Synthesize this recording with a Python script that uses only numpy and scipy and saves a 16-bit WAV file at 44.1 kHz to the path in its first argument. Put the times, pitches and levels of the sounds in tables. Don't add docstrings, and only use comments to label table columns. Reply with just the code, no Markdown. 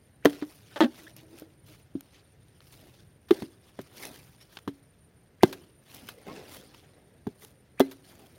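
import sys
import numpy as np
from scipy import signal
from scipy.fft import rfft, irfft
from scipy.io import wavfile
from scipy.ndimage import uniform_filter1d

SR = 44100
rng = np.random.default_rng(int(sys.argv[2]) if len(sys.argv) > 2 else 0)


def dump_mix(stems):
    frames = np.atleast_2d(stems).T
    limited = np.clip(frames, -1, 1)
    pcm = np.round(limited * 32767).astype(np.int16)
    wavfile.write(sys.argv[1], SR, pcm)


N = 369558
TIME = np.arange(N) / SR
AGE = np.arange(SR // 2) / SR
HZ = np.fft.rfftfreq(N, 1 / SR)

# impact_s, knock_db, knock_pitch_hz, push_s, rebound_delay_s,
# rebound_db (re knock), hollow_ring_db, hollow_pitch_hz, after_ring_t60_s, ground_thud_db,
# wedge_pop_db, pop_pitch_hz, crunch_db, crunch_decay_s, edge_hiss_db
BLOWS = [(0.254, -7, 418, 0.00314, 0.013, -14, -5.5, 290, 0.26, -22.5, -11, 675, -9, 0.0031, -24.5),
         (0.4227, -35.5, 360, 0.005, 0.0066, -4, -19, 297, 0.12, -65.5, -35, 1400, -38.5, 0.0092, -71),
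         (1.4201, -39, 407, 0.0025, .011, -17, -38, 318, 0.14, -64, -59, 755, -47, 0.0034, -66),
         (1.952, -31.5, 314, 0.0067, .0135, -11, -19.5, 276.4, 0.12, -32.5, -58, 547, -54.5, 0.0043, -72),
         (3.3072, -8, 374.6, 0.0065, .0092, -9, -31, 332, .06, -32, -27.5, 760, -20.5, 0.0043, -40),
         (3.4205, -37.5, 341, 0.01, .013, -2, -29.5, 273, 0.29, -28.5, -41, 576, -35, 0.0035, -46),
         (3.7888, -39, 394, 0.009, 0.011, -13, -33, 272, .061, -34.5, -29.5, 535, -40, 0.0052, -55),
         (4.6754, -30.5, 406, 0.0044, 0.013, -9, -22.5, 279.6, 0.28, -27.5, -32.5, 948, -35.5, 0.0076, -53),
         (5.432, -7, 388.4, 0.0051, 0.006, -7.5, -20, 275.3, 0.4, -11, -5.5, 680, -8.5, 0.0024, -20.5),
         (7.2674, -33, 399.7, 0.01, .0114, -12.8, -31, 265, 0.11, -23.5, -32.5, 740, -44.5, 0.0047, -57),
         (7.8016, -15, 390, 0.0107, .0115, -11.5, -8.8, 270.2, 0.33, -33, -9.5, 594, -17.5, 0.0054, -28.5)]
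# frequency_hz, relative_level_db (per Hz)
CRUNCH_SPECTRUM = [(60, -45.5), (250, -17.5), (450, 2), (750, -1), (1650, -3.5), (2350, -14.5),
                   (3400, -7.5), (5000, -19), (8000, -33), (16000, -28.5)]
# frequency_hz, relative_level_db (per Hz)
EDGE_SPECTRUM = [(500, -24), (2000, -7.5), (3500, -0.5), (6000, 3.5), (8000, -1.5), (10000, 3.5),
                 (14000, 6), (16000, -2.5)]
# frequency_hz, relative_level_db (per Hz)
DRAG_SPECTRUM = [(100, -6), (270, 2.5), (420, 0.5), (700, -4), (1100, -17), (2000, -16.5), (5000, -34)]


def gain_of(db):
    return 10 ** (np.asarray(db) / 20)


def evened(x):
    return x / np.sqrt(np.mean(x ** 2) + 1e-20)


def read(points, hz):
    f, value = np.transpose(points)
    return np.interp(np.log(hz + 1), np.log(f + 1), value)


def add(mix, s, sound):
    part = mix[max(round(s * SR), 0):][:len(sound)]
    part += sound[:len(part)]


def coloured(x, spectrum):
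    shape = gain_of(read(spectrum, np.fft.rfftfreq(len(x), 1 / SR)))
    return evened(irfft(rfft(x) * shape, len(x)))


def thinned(x, hz):
    return signal.sosfilt(signal.butter(4, hz, "high", fs=SR, output="sos"), x)


def band(hz, width_hz):
    resonance = 1 / (1 + (2 * (HZ - hz) / width_hz) ** 2)
    return evened(irfft(rfft(rng.standard_normal(N)) * resonance, N))


def drift(per_s):
    return np.interp(TIME * per_s, np.arange(N // 20), rng.standard_normal(N // 20))


def ring(modes):
    return sum(gain_of(db - 60 * AGE / t60) * np.sin(2 * np.pi * hz * AGE) for hz, db, t60 in modes)


def swell(hz, push_s):
    u = AGE / push_s
    return u * np.exp((1 - u ** 2) / 2) * np.sin(2 * np.pi * hz * AGE)


def burst(spectrum, decay_s, rise_s=0.0001):
    noise = coloured(rng.standard_normal(len(AGE)), spectrum)
    return noise * np.exp(-AGE / decay_s) * (1 - np.exp(-AGE / rise_s))


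def grains(per_s, spread_db, smooth):
    size = gain_of(spread_db * np.minimum(rng.exponential(1, N), 4))
    clicks = size * rng.choice([-1, 1], N) * (rng.random(N) < per_s / SR)
    return evened(clicks) + smooth * rng.standard_normal(N)


def glide(length_s, start_hz, end_hz, purity):
    u = np.linspace(0, 1, int(length_s * SR))
    fuzz = evened(uniform_filter1d(rng.standard_normal(len(AGE)), size=90))[:len(u)]
    turns = np.cumsum(start_hz * (end_hz / start_hz) ** u) / SR
    level = (purity + fuzz) / np.hypot(purity, 1)
    return level * np.sqrt(4 * u * (1 - u)) * np.sin(2 * np.pi * turns)


def patchy(x, size, depth_db):
    z = signal.stft(x, SR, nperseg=size)[2]
    patches = uniform_filter1d(rng.standard_normal(z.shape), size=4, axis=0)
    patches = evened(uniform_filter1d(patches, size=5, axis=1))
    return signal.istft(z * gain_of(depth_db * patches), SR, nperseg=size)[1][:N]


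def outdoors():
    # frequency_hz, relative_level_db (per Hz)
    air_spectrum = [(15, -46.5), (25, -13), (78, 2), (127, 1), (317, -10.5), (394, -8.5), (607, -13),
                    (1070, -23), (1740, -20), (3720, -30.5), (7920, -39), (9320, -26.5), (10100, -42),
                    (14800, -33.5), (16000, -49)]
    air = gain_of(-62.0) * coloured(rng.standard_normal(N), air_spectrum)
    rumble = gain_of(-65 + 4.2 * drift(per_s=9.7)) * band(hz=122, width_hz=85)
    song = gain_of(-75.5) * band(hz=9230, width_hz=55)
    song = song + gain_of(-85) * band(hz=9100, width_hz=700)
    song = song + gain_of(-86.5) * band(hz=11400, width_hz=660)
    singing = np.clip(3 * (drift(per_s=16) + 1.3), .2, 1)
    chirring = gain_of(.6 * drift(per_s=22) + 3 * drift(per_s=130))
    return air + rumble + song * singing * chirring


def grove(x):
    # frequency_hz, t60_s
    decay_times = [(100, 0.53), (330, 0.68), (1000, 0.13), (4000, 0.12), (15000, 0.043)]
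    hz, t, z = signal.stft(rng.standard_normal(SR), SR, nperseg=256)
    decay = gain_of(-60 * t / read(decay_times, hz)[:, None])
    z = z * decay * (1 - np.exp(-t / 0.0039))
    tail = signal.istft(z, SR, nperseg=256)[1]
    return signal.fftconvolve(x, tail / np.linalg.norm(tail))[:N]


def stroke(s, rise_s, fall_s, hold_s=0):
    roundness = 1.1
    away = np.maximum((s - TIME) / rise_s, (TIME - s - hold_s) / fall_s)
    return np.exp(-np.clip(away, 0, 8) ** roundness)


def movement():
    # stalk_db, leaf_db, scrape_db, hum_db
    rest_db = (-78.5, -90, -75, -80.5)
    # peak_s, rise_s, fall_s, stalk_rustle_db, leaf_hiss_db
    brushes = [(.55, 0.089, 0.057, -60, -62), (.77, 0.13, 0.25, -55.5, -66.5),
               (.97, 0.032, 0.1, -55.5, -62), (1.174, 0.0066, 0.04, -55, -62.5),
               (1.41, 0.074, 0.02, -58.5, -64), (1.675, 0.017, 0.1, -58.5, -65),
               (2.16, 0.064, 0.059, -61, -79.5), (2.72, 0.07, 0.17, -63, -64), (3.0, 0.48, 0.028, -64, -78),
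               (3.428, 0.01, 0.011, -52, -71), (3.694, 0.052, 0.019, -60, -71),
               (3.795, 0.037, 0.17, -62, -75), (3.97, 0.0084, 0.023, -49, -54),
               (4.051, 0.053, 0.029, -43.5, -48.5), (4.135, 0.035, 0.16, -57, -62.5),
               (4.42, 0.019, 0.029, -58, -67), (4.538, 0.044, 0.071, -61, -66),
               (5.96, 0.065, 0.061, -53.5, -59), (6.089, 0.044, 0.062, -55, -61),
               (6.32, 0.069, 0.27, -53.5, -73), (6.539, 0.05, 0.056, -51, -53.5),
               (6.77, 0.044, 0.082, -60, -72), (7.429, 0.027, 0.048, -59.5, -58.5),
               (8.099, 0.075, 0.087, -60.5, -67.5), (8.22, 0.081, 0.27, -65.5, -68.5)]
    # peak_s, rise_s, fall_s, scrape_db, hollow_hum_db
    slides = [(1.018, 0.03, 0.2, -61.5, -64), (1.35, 0.07, 0.14, -59, -56.5),
              (2.821, 0.058, 0.078, -58.5, -82.5), (4.039, 0.069, 0.1, -49, -68),
              (5.97, 0.033, 0.96, -55.5, -84), (6.267, 0.0091, 0.17, -43.5, -56),
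              (6.361, 0.048, 0.065, -49, -67), (7.43, 0.015, 0.039, -57, -76),
              (8.118, 0.055, 0.71, -57.5, -76)]
    stalk, leaf, scrape, hum = (np.full(N, gain_of(db) ** 2) for db in rest_db)
    for s, rise_s, fall_s, stalk_db, leaf_db in brushes:
        brush = stroke(s, rise_s, fall_s)
        stalk += (gain_of(stalk_db) * brush) ** 2
        leaf += (gain_of(leaf_db) * brush) ** 2
    jolt_rise_s, jolt_fall_s = 0.0026, 0.09
    for s, knock_db, *_ in BLOWS:
        force = gain_of(.6 * knock_db)
        jolt = force * stroke(s + 2 * jolt_rise_s, jolt_rise_s, jolt_fall_s, hold_s=0.1 * force)
        stalk += (gain_of(-49) * jolt) ** 2
        leaf += (gain_of(-57.5) * jolt) ** 2
    for s, rise_s, fall_s, scrape_db, hum_db in slides:
        push = stroke(s, rise_s, fall_s)
        scrape += (gain_of(scrape_db) * push) ** 2
        hum += (gain_of(hum_db) * push) ** 2
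    return np.sqrt([stalk, leaf, scrape, hum])


def handling():
    # frequency_hz, relative_level_db (per Hz)
    stalk_spectrum = [(100, -7.5), (350, 9), (900, 3.5), (1800, 3), (3500, 4.5), (5500, 0.5), (7800, -10),
                      (11000, -9.5), (16000, -24)]
    # frequency_hz, relative_level_db (per Hz)
    leaf_spectrum = [(2000, -30.5), (5000, -1), (6900, -1), (7900, -8), (8900, 3), (13000, 2), (16000, 1)]
    stalk, leaf, scrape, hum = movement()
    clumps = gain_of(2.2 * drift(per_s=70))
    ticks = .4 * grains(per_s=70, spread_db=3, smooth=0)
    stalks = clumps * (ticks + grains(per_s=1800, spread_db=3.4, smooth=.65))
    stalks = coloured(patchy(stalks, size=384, depth_db=3.3), stalk_spectrum)
    leaves = clumps * (ticks + grains(per_s=2500, spread_db=3.5, smooth=.6))
    leaves = coloured(patchy(leaves, size=192, depth_db=3.4), leaf_spectrum)
    ground = patchy(grains(per_s=700, spread_db=3, smooth=.5), size=1024, depth_db=4)
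    ground = coloured(ground, DRAG_SPECTRUM)
    rustle = gain_of(1.0) * stalk * stalks + gain_of(4.0) * leaf * leaves
    return rustle + scrape * ground + hum * band(hz=320, width_hz=55)


def snaps():
    # start_s, woody_db, bright_db, decay_s
    snap_events = [(0.331, -42, -55, 0.00093), (.415, -45.5, -70, 0.0037), (1.035, -57, -50, 0.00092),
                   (1.1652, -70, -41.5, 0.0014), (1.387, -77.5, -42, 0.00067), (1.397, -72, -43.5, 0.0016),
                   (2.008, -46, -40, 0.00091), (2.605, -44, -67, 0.00097), (3.284, -54.5, -62.5, 0.013),
                   (3.968, -67, -59, 0.0018), (3.812, -61.5, -53.5, 0.0072), (4.57, -37, -70, 0.0032),
                   (4.588, -46, -52.5, 0.0021), (5.526, -37, -44, 0.0067), (5.946, -59.5, -41.5, 0.0022),
                   (6.087, -38, -42, 0.0048), (6.216, -77, -57, .0015), (6.362, -48, -70, 0.0013),
                   (6.546, -47.5, -44, 0.0019), (6.744, -52, -60.5, 0.0051), (7.2724, -64, -51.5, 0.00097),
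                   (7.398, -75, -50, 0.0008), (7.448, -49, -44, 0.0016), (7.911, -48.5, -50.5, 0.011)]
    # start_s, length_s, start_hz, end_hz, level_db
    squeaks = [(1.066, 0.017, 1565, 1930, -44), (1.214, 0.053, 332, 318, -52),
               (1.294, 0.072, 318, 330, -55), (1.69, 0.036, 310, 308, -52), (4.403, 0.04, 5450, 5610, -59),
               (6.265, 0.047, 372, 428, -42), (6.277, 0.054, 1040, 1110, -45), (6.324, .045, 256, 272, -47),
               (6.363, 0.055, 350, 591, -49.5)]
    # frequency_hz, relative_level_db (per Hz)
    woody_spectrum = [(100, -14), (600, -4), (1500, 0), (2400, -6), (3600, -0.5), (5500, -13.5),
                      (8000, -27), (16000, -33.5)]
    out = np.zeros(N)
    for s, woody_db, bright_db, decay_s in snap_events:
        woody = burst(woody_spectrum, decay_s, rise_s=decay_s / 4)
        bright = burst(EDGE_SPECTRUM, decay_s, rise_s=decay_s / 4)
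        add(out, s, 2 * (gain_of(woody_db) * woody + gain_of(bright_db) * bright))
    for s, length_s, start_hz, end_hz, db in squeaks:
        tone = glide(length_s, start_hz, end_hz, purity=2)
        overtone = glide(length_s, 2 * start_hz, 2 * end_hz, purity=2)
        add(out, s, gain_of(db) * (tone + gain_of(-11.5) * overtone))
    return out


def tears():
    # start_s, length_s, slips_per_s, level_db, fade_db (over the length; negative grows),
    # bass_cutoff_hz, freed_flap_hum_db
    tear_events = [(0.76, 0.018, 300, -29, -4, 455, -32), (0.8053, 0.05, 310, -13, 11, 224, -8.5)]
    # pitch_hz, level_db, t60_s
    husk_modes = [(269, -11, 0.096), (328, 0.5, 0.0352), (601, -14.5, 0.076), (692, -9, 0.033),
                  (898, -17.5, 0.09), (1253, -18.5, 0.047), (1545, -16.5, 0.045), (1775, -18, 0.055),
                  (1990, -19, 0.059), (2860, -21.5, 0.026), (3426, -16.5, 0.034), (3880, -28.5, 0.012)]
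    # frequency_hz, relative_level_db (per Hz)
    split_spectrum = [(200, -8), (600, 2), (1950, -14), (2300, -17), (2700, -11), (4150, -11.5),
                      (4550, -17.5), (8000, -33.5), (16000, -34.5)]
    sag, jitter = 0.124, .2
    flap_rise_s = 0.017
    out = np.zeros(N)
    for s, length_s, per_s, db, fade_db, cutoff_hz, flap_db in tear_events:
        flap = ring([(247, flap_db, 0.088)]) * (1 - np.exp(-AGE / flap_rise_s))
        add(out, s + length_s - flap_rise_s, flap)
        for k, (late, size_db) in enumerate(rng.standard_normal((20, 2))):
            done = k / per_s / length_s
            pitch = 1 - sag * min(done, 1)
            dull_db = 3 * done
            modes = [(hz * pitch, level - dull_db * np.log10(hz / husk_modes[0][0]), t60)
                     for hz, level, t60 in husk_modes]
            slip = ring(modes) + gain_of(-5 - dull_db) * burst(split_spectrum, decay_s=0.0017)
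            release = np.clip((1.35 - done) / 0.45, 0, 1)
            level = release * gain_of(db - fade_db * done + size_db)
            add(out, s + max(k + jitter * late, 0) / per_s, level * thinned(slip, cutoff_hz))
    return out


def swings():
    # impact_s, whistle_db, skin_bite_db, bite_lead_s, steel_ring_db
    swing_events = [(0.254, -48.5, -26, 0.0049, -39.5), (3.3106, -73, -34.5, 0.0038, -52),
                    (5.432, -47, -31, 0.0045, -38.5), (7.802, -47, -25, 0.0054, -34)]
    # pitch_hz, level_db, t60_s
    blade_modes = [(2046, 2, 0.097), (1570, -2, 0.087), (4070, -9.5, .14)]
    whistle_s = 0.031
    out = np.zeros(N)
    for s, whistle_db, bite_db, lead_s, steel_db in swing_events:
        whistle = glide(whistle_s, start_hz=1495, end_hz=3160, purity=.3)
        whistle = whistle * np.linspace(.3, 1, len(whistle))
        add(out, s - whistle_s, gain_of(whistle_db) * whistle)
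        bite = burst(CRUNCH_SPECTRUM, decay_s=0.0028)
        bite = bite + gain_of(-6) * burst(EDGE_SPECTRUM, decay_s=0.0038)
        add(out, s - lead_s, gain_of(bite_db) * bite)
        add(out, s, gain_of(steel_db) * ring(blade_modes))
    return out


def pop(hz):
    rise_s = 0.0011
    sweep, sweep_s = 0.69, .0009
    u = AGE / rise_s
    turns = hz * (AGE + sweep * sweep_s * (1 - np.exp(-AGE / sweep_s)))
    return u * np.exp(1 - u) * np.sin(2 * np.pi * turns)


def blows():
    # multiple_of_knock_pitch, level_db
    knock_partials = [(.66, -14), (1.001, 2.5), (1.22, -18.5), (2.148, -25.5)]
    # pitch_hz, level_db (re the pop), t60_s
    shell_modes = [(1335, -26, 0.023), (1580, -16, 0.04)]
    crack_lag_s = .0014
    out = np.zeros(N)
    thud = swell(hz=128, push_s=.0075) * .4 + swell(hz=222, push_s=.0055)
    for (s, knock_db, knock_hz, push_s, rebound_s, rebound_db, hollow_db, hollow_hz, t60,
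         thud_db, pop_db, pop_hz, crunch_db, decay_s, edge_db) in BLOWS:
        knock = sum(gain_of(db) * swell(knock_hz * k, push_s) for k, db in knock_partials)
        hollow = ring([(hollow_hz, hollow_db, .075), (hollow_hz, hollow_db - 16.5, t60)])
        hollow = hollow * (1 - np.exp(-AGE / 0.0027))
        add(out, s, gain_of(knock_db) * knock + hollow + gain_of(thud_db) * thud)
        crack = gain_of(crunch_db) * burst(CRUNCH_SPECTRUM, decay_s)
        crack = crack + gain_of(edge_db) * burst(EDGE_SPECTRUM, decay_s)
        wedge = gain_of(pop_db) * (pop(pop_hz) + ring(shell_modes))
        add(out, s + crack_lag_s, crack + wedge)
        rebound = gain_of(knock_db + rebound_db) * knock
        late_crunch = gain_of(crunch_db - 20.5) * burst(CRUNCH_SPECTRUM, decay_s=0.0075)
        add(out, s + rebound_s, rebound + late_crunch)
        add(out, s, gain_of(knock_db - 34.5) * burst(DRAG_SPECTRUM, decay_s=0.061, rise_s=0.0026))
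    return out


def scene():
    work = blows() + swings() + tears() + snaps()
    mid = work + gain_of(-35.0) * grove(work) + handling() + outdoors()
    scatter = rng.standard_normal(128)
    side = np.convolve(mid, scatter / np.linalg.norm(scatter))[:N]
    side = gain_of(-14) * thinned(thinned(side, hz=4700), hz=4700)
    return np.array([mid + side, mid - side])


def record(dry):
    thin = signal.sosfilt(signal.butter(2, 42, "high", fs=SR, output="sos"), dry)
    ceiling, top_hz = .76, 16100
    rounded = thin / (1 + (thin / ceiling) ** 6) ** (1 / 6)
    low_pass = signal.firwin(511, top_hz, window=("kaiser", 9), fs=SR)
    return signal.oaconvolve(rounded, low_pass[None], "same")


dry = scene()
out = record(dry)
dump_mix(out)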